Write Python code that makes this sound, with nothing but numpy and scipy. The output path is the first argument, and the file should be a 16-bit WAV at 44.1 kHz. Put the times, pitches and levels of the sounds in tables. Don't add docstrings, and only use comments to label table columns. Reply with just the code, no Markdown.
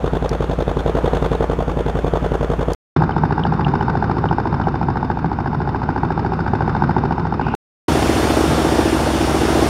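import sys
import numpy as np
from scipy import signal
from scipy.io import wavfile
from scipy.ndimage import uniform_filter1d

SR = 44100
rng = np.random.default_rng(int(sys.argv[2]) if len(sys.argv) > 2 else 0)


def master_out(mix):
    frames = np.transpose(np.atleast_2d(mix))
    ceiling = np.clip(frames, -1, 1)
    pcm = np.round(ceiling * 32767).astype(np.int16)
    wavfile.write(sys.argv[1], SR, pcm)


def invert_db(x):
    u = np.asarray(x, float) / 20
    return 10 ** u


N = 427318

# start in seconds, end in seconds, first blow in seconds, time between blows in
# seconds, growth of that time per blow in seconds.
SPOTS = [
    (0, 2.749, .04387, .09084, 1.56e-5),
    (2.961, 7.551, 3.02213, .071715, 0),
    (7.881, 9.7, 7.88586, .069605, 0),
]
# pitch in Hz, peak in dB, swell time in ms, lag of the peak in ms.
BLOW_RINGS = [
    [(51.4, -17.5, 43, 4.4), (82, -22.5, 21, 14.8), (144.7, -15, 11, 1), (170.5, -23.5, 26.4, 17),
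     (192, -27.5, 17, -1), (240.5, -25, 15.7, 1.8), (278, -21.5, 11, 1.5), (418, -7, 1.95, 0.28),
     (472, -21.5, 6.4, 9), (795, -20.5, 1, 0.13)],
    [(65, -19.5, 22, -11.5), (99.3, -18.5, 13.7, 21.5), (115, -24.5, 11, -5), (154, -15.5, 3.8, 1.2),
     (248, -22, 12, 29), (365, -19.5, 4.5, 5), (840, -10, 2.19, 0.26), (1500, -23.5, 2.2, 0.64)],
    [(68, -14.5, 29.5, -21), (106.5, -15.5, 10.7, 0.7), (174, -22, 13, 19.5), (228, -19.5, 27.4, 31.5),
     (317, -11, 4.3, 0.6), (396, -21.5, 14, 20.5), (605, -21, 1.3, -4), (774, -17, 1.8, 6)],
]
# delay in ms, ring in dB, push (+) or pull (-) as a factor,
# timing spread in ms, hiss in dB, hiss length in ms.
EXHAUST_PUFFS = [
    [(0, -1.5, 0.97, 0.13, 11, 3.1), (18.1, -21.5, -1.9, 2, 11.5, 6.8), (35.19, -3, -0.78, 0.33, 11.5, 3.7)],
    [(0, 1.5, 0.82, 0.16, 7, 4.5), (16.08, -6, -0.83, 1, 11, 5.3), (54.1, -12.5, 0.34, 1.5, 0.5, 1.8)],
    [(0, 4, 0.68, 0, 2.5, 11), (18.53, 0, 1, 0.18, -8, 3.1), (37.1, -3, 1, 0.53, 1, 6.1)],
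]
# frequency in Hz, level in dB per Hz.
ROAR_SPECTRA = [
    [(30, -71), (50, -64.5), (89, -69), (140, -60), (300, -62), (450, -59), (650, -62.5), (960, -66),
     (1500, -70), (2080, -79), (3500, -85), (4700, -95), (6600, -96), (15800, -113)],
    [(30, -58.5), (60, -66.5), (140, -46), (210, -51), (360, -52.5), (596, -66.5), (868, -57.5),
     (1260, -65.5), (1500, -65), (2030, -79.5), (3270, -87.5), (5260, -91.5), (5960, -99), (12900, -124),
     (13300, -150)],
    [(30, -69), (60, -59), (140, -48.5), (190, -58), (300, -53.5), (430, -56.5), (700, -53.5), (960, -56),
     (1430, -58), (2120, -65), (4700, -70.5), (9100, -77), (10400, -78.5), (15800, -91)],
]
# frequency in Hz, lift in dB.
PUFF_COLOUR = [
    [(150, -19), (300, -3), (700, 2.5), (1100, -2), (2300, -8.5), (3600, -1), (6500, -4.5), (12000, -4)],
    [(150, -11.5), (350, -8), (900, -5), (1600, 0.5), (2500, -2.5), (4500, -1), (8000, -1.5), (12000, -9.5)],
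    [(150, -12), (350, 12), (800, 1.5), (1600, -8.5), (2500, -6), (4500, -14), (8000, -19), (12000, -6)],
]
# time in seconds, level in dB.
LOAD_SWELL = [(0, -0.1), (.75, .4), (1.15, 3.5), (1.6, -0.2), (2.2, 1.2), (2.75, 0.4), (2.96, 4),
              (3.1, -.5), (3.75, 0.85), (4.5, -0.5), (5.3, -3), (6.4, -0.3), (6.9, 1.2), (7.3, -2.2),
              (7.55, -0.1), (8.2, 0.15), (9.1, -1.5), (9.69, 0.3)]
# time in seconds, peak in dB, pitch in Hz, time to fall 60 dB in seconds, width
# in Hz.
CLINKS = [(0.292, -21, 4600, 0.009, 2500), (.2922, -32, 8500, 0.006, 7000),
          (1.8612, -32, 3300, 0.012, 1500), (2.733, -22, 5500, 0.0092, 4000),
          (2.733, -30.5, 10500, 0.015, 5950), (3.0222, -38, 8000, .004, 12000),
          (3.1168, -34, 3000, .02, 397), (3.238, -49, 7500, .006, 6000), (3.436, -19, 2900, 0.0069, 750),
          (3.468, -41, 4600, 0.033, 506), (3.6464, -18, 2850, 0.0071, 750), (3.8033, -34, 3010, .03, 400),
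          (4.2866, -25.5, 3000, 0.019, 700), (4.6364, -35.5, 3000, 0.026, 900),
          (7.5499, -23, 4000, .004, 20000)]
# pitch in Hz, width in Hz.
PUMP_WHINE = (3680, 120)
# frequency in Hz, width in Hz.
MIC_NOTCHES = [(3930, 110), (7850, 110)]
# pitch in Hz, resting level in dB, width in Hz.
ENGINE_DRONE = [
    (159, -42.5, 18),
    (150, -32, 33),
    (149, -36.5, 11.2),
]
# pitch in Hz, width in Hz, dB over the roar.
PANELS = [
    [(3530, 430, -14), (4350, 350, -17.5), (6470, 250, -9), (8600, 200, -11)],
    [(3000, 100, -27), (3600, 75, 1), (4600, 180, -1), (5190, 190, -3), (7200, 230, -5), (8900, 470, -0.5),
     (11500, 490, 2)],
    [(2840, 230, -11), (3560, 150, -4), (5500, 450, -6), (9000, 390, -1)],
]
# frequency in Hz, width in Hz, depth from 0 to 1.
REFLECTION_DIPS = [
    [(4900, 700, 0), (7270, 500, 0.1)],
    [(1720, 180, 0.45), (3290, 240, 0.7), (4500, 300, 0.4), (5760, 200, 0.4), (6750, 280, 0.6),
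     (7600, 400, 0.7), (10000, 1600, 0.6)],
    [(2500, 180, 0.01), (10900, 400, 0)],
]
# detuning as a share of the pitch, scatter of the puffs in dB.
UNEVENNESS = [
    (.02, .9),
    (.03, 1.3),
    (.008, .6),
]
# time in seconds, dB over the usual blow.
ODD_BLOWS = [(1.408, 2.5), (1.864, -1.5), (2.137, 3.0), (2.229, -10), (2.502, 3), (3.022, 0.5),
             (3.237, 3.5), (3.739, 2), (4.026, 1.5), (4.17, -3.5), (4.385, 3.6), (4.672, 3), (4.743, -5),
             (4.887, 2.5), (4.958, -2), (5.102, 3), (5.174, -4.3), (5.389, -2), (5.46, -1.5), (5.532, -2.6),
             (5.604, -5), (5.819, -4.5), (5.891, 3), (6.393, -2), (6.536, 2.5), (6.823, 2.5), (6.966, 2),
             (8.652, 1), (8.791, 2.6), (9.278, -2)]
USUAL_BLOW_DB = [-1.2, 1.12, -0.5]
# treble against the roar at the start in dB, at the end in dB.
TURN_DB = [(.5, -0.14), (-1.5, -0.41), (.6, 0.55)]
# time in seconds, pitch in Hz, level in dB.
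ENGINE_SURGES = [(2.96, 148.4, -16.5), (3.22, 159.6, -26.5), (3.471, 160, -22), (3.68, 150, -21.5),
                 (3.981, 157.3, -25.5), (4.24, 156.3, -22), (4.621, 146, -24.5), (4.87, 141.8, -28),
                 (5.26, 157, -26), (5.6, 142.8, -23), (6.38, 147.4, -28), (6.66, 149, -32),
                 (6.91, 144.5, -22.5), (7.2, 159.4, -26), (7.9, 152, -24), (8.27, 135, -32),
                 (8.53, 158, -25.5), (8.78, 152, -27.5), (9.25, 149, -32), (9.69, 149.3, -26)]
PANEL_RATTLE_DB = [7, -8.5, -6]


def read(points, hz):
    f, value = np.transpose(points)
    return np.interp(np.log(hz + 1), np.log(f + 1), value)


def add(mix, s, sound):
    at = round(s * SR)
    sound = sound[max(-at, 0):]
    part = mix[max(at, 0):][:len(sound)]
    part += sound[:len(part)]


def resonate(x, hz, width):
    turn = np.exp(2j * np.pi * np.cumsum(hz * np.ones(len(x))) / SR)
    r = np.exp(-np.pi * width / SR)
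    return 2 * (turn * signal.lfilter([1 - r], [1, -r], x / turn)).real


def fuzzy(t, hz, width):
    tone = resonate(rng.standard_normal(len(t)), hz, width)
    tone = resonate(tone, hz, width)
    return tone / tone.std()


def noise(t, points, patchy_db):
    frames = len(t) // 256 + 5
    hz = np.fft.rfftfreq(1024, 1 / SR)
    a, b, patches = rng.standard_normal((frames, 513, 3)).T
    patches = uniform_filter1d(patches, size=8, axis=0)
    patches = uniform_filter1d(patches, size=10, axis=1)
    level_db = read(points, hz)[:, None] + patchy_db * patches / patches.std()
    z = (a + 1j * b) * invert_db(level_db)
    return signal.istft(z * np.sqrt(SR / 512), nperseg=1024, noverlap=768)[1][:len(t)]


def swelling(t, s):
    return (t / s * np.exp(1 - t / s)) ** 2


def resonance_shape(hz, centre, width):
    return 1 / (1 + (2 * (hz - centre) / width) ** 2)


def load_db(t):
    return np.interp(t, *np.transpose(LOAD_SWELL))


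def drone(k, t):
    rest_hz, rest_db, width = ENGINE_DRONE[k]
    surge_s = 0.059
    coarse = t[::64]
    s, hz, db = np.transpose(ENGINE_SURGES)[:, :, None]
    surge = invert_db(db) * np.exp(-.5 * ((coarse - s) / surge_s) ** 2)
    level = invert_db(rest_db) + surge.sum(axis=0)
    pitch = (invert_db(rest_db) * rest_hz + (surge * hz).sum(axis=0)) / level
    return np.interp(t, coarse, level) * fuzzy(t, np.interp(t, coarse, pitch), width)


def moving_air(k, t, hiss):
    hz = np.geomspace(30, 16000, num=500)
    panels = sum(invert_db(db) * resonance_shape(hz, f, width) for f, width, db in PANELS[k])
    dips = np.ones(len(hz))
    for f, width, depth in REFLECTION_DIPS[k]:
        dips *= 1 - np.clip(depth, 0, .9) * resonance_shape(hz, f, width)
    roar = read(ROAR_SPECTRA[k], hz) + 20 * np.log10((1 + panels) * dips)
    rattle = roar + 20 * np.log10(1 + invert_db(PANEL_RATTLE_DB[k]) * panels)
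    air = noise(t, np.c_[hz, roar], patchy_db=1.0)
    puffed = noise(t, np.c_[hz, rattle + read(PUFF_COLOUR[k], hz)], patchy_db=.6)
    air = air + hiss * puffed
    if k == 0:
        turn_s, turn_length_s, facing_db, averted_db = 1.37, .25, 1, -4
        clatter_hz, clatter_width = 3950, 1100
        tilt_db = np.interp(t, [turn_s, turn_s + turn_length_s], [facing_db, averted_db])
        clatter = resonate(resonate(air, clatter_hz, clatter_width), clatter_hz, clatter_width)
        air = air + (invert_db(tilt_db) - 1) * clatter
    treble = signal.sosfilt(signal.butter(N=2, Wn=2200, btype="high", fs=SR, output="sos"), air)
    return air + treble * (invert_db(np.interp(t, t[[0, -1]], TURN_DB[k])) - 1)


def whine(t):
    throb_db = 5 * np.cos(2 * np.pi * (t - 3.004) / SPOTS[1][3])
    return invert_db(-64.5 + 1.1 * load_db(t) + throb_db) * fuzzy(t, *PUMP_WHINE)


def scrape(t):
    seize_s, seize_rise_s, seize_db = 7.36, .08, 17
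    bite = np.clip((t - seize_s) / seize_rise_s, 0, 1)
    return invert_db(-50 + seize_db * bite - 9) * fuzzy(t, 2420 + 200 * bite, 520)


def clinks():
    out, t = np.zeros(N), np.arange(2200) / SR
    for s, db, hz, t60, width in CLINKS:
        soft_start = (1 - np.exp(-t / .0006)) ** 2
        burst = rng.standard_normal(len(t)) * invert_db(-60 * t / t60) * soft_start
        for _ in range(3):
            burst = resonate(burst, hz, width)
        add(out, s, invert_db(db) * burst / abs(burst).max())
    return out


def hammer(k):
    ringing, hiss = np.zeros(N), np.zeros(N)
    start, end, first, period, slowing = SPOTS[k]
    detune, scatter_db = UNEVENNESS[k]
    odd_s, odd_db = np.transpose(ODD_BLOWS)
    last = int(np.ceil((min(end, N / SR) - first) / period))
    for n in range(-1, last + 1):
        blow = first + period * n + slowing * n * n / 2
        odd = abs(odd_s - blow) < period / 2
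        for j, (delay, ring_db, sign, spread, hiss_db, length) in enumerate(EXHAUST_PUFFS[k]):
            late, size, *tune = rng.standard_normal(2 + len(BLOW_RINGS[k]))
            at = blow + (delay + spread * late) / 1000
            puff_db = scatter_db * size
            if j == 0:
                puff_db = USUAL_BLOW_DB[k] + (odd_db[odd].sum() if odd.any() else puff_db)
            t = np.arange(round(SR * length / 150)) / SR
            add(hiss, at - length / 1000, invert_db(hiss_db + .5 * puff_db) * swelling(t, length / 1000))
            for (hz, db, swell, lag), off in zip(BLOW_RINGS[k], tune):
                low = swell > 6.5
                if low and j:
                    continue
                t = np.arange(round(SR * swell / 150)) / SR
                pitch = hz * (1 + detune * off * (not low))
                wave = np.cos(2 * np.pi * pitch * (t - swell / 1000))
                level_db = db + (0 if low else ring_db + puff_db)
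                ring = sign * invert_db(level_db) * swelling(t, swell / 1000) * wave
                add(ringing, at + (lag - swell) / 1000, ring)
    return ringing, hiss


def rig(k, t):
    span = np.round(t * SR).astype(int)
    ringing, hiss = hammer(k)
    swell = invert_db(load_db(t))
    return ringing[span] * np.sqrt(swell) + swell * moving_air(k, t, hiss[span]) + drone(k, t)


def scene():
    out = clinks()
    for k, (start, end, *_) in enumerate(SPOTS):
        t = np.arange(round(start * SR), min(round(end * SR), N)) / SR
        sound = rig(k, t)
        if k == 1:
            sound = sound + whine(t) + scrape(t)
        add(out, start, sound)
    return out[None]


def roll_off(x):
    return signal.sosfilt(signal.butter(12, 16470, fs=SR, output="sos"), x)


def record(dry):
    t = np.arange(N) / SR
    x = signal.sosfilt(signal.butter(N=2, Wn=30, btype="high", fs=SR, output="sos"), dry)
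    for hz, width in MIC_NOTCHES:
        x = signal.lfilter(*signal.iirnotch(hz, hz / width, SR), x)
    gate = sum(np.clip((t - spot[0]) / .003, 0, 1) * (t < spot[1] - .0003) for spot in SPOTS)
    x = np.clip(x, -.95, .95) * gate
    band_limit = signal.firwin(511, 15750, window=("kaiser", 9), fs=SR)
    x = signal.oaconvolve(x, band_limit[None], "same")
    return roll_off(x)


dry = scene()
out = record(dry)
master_out(out)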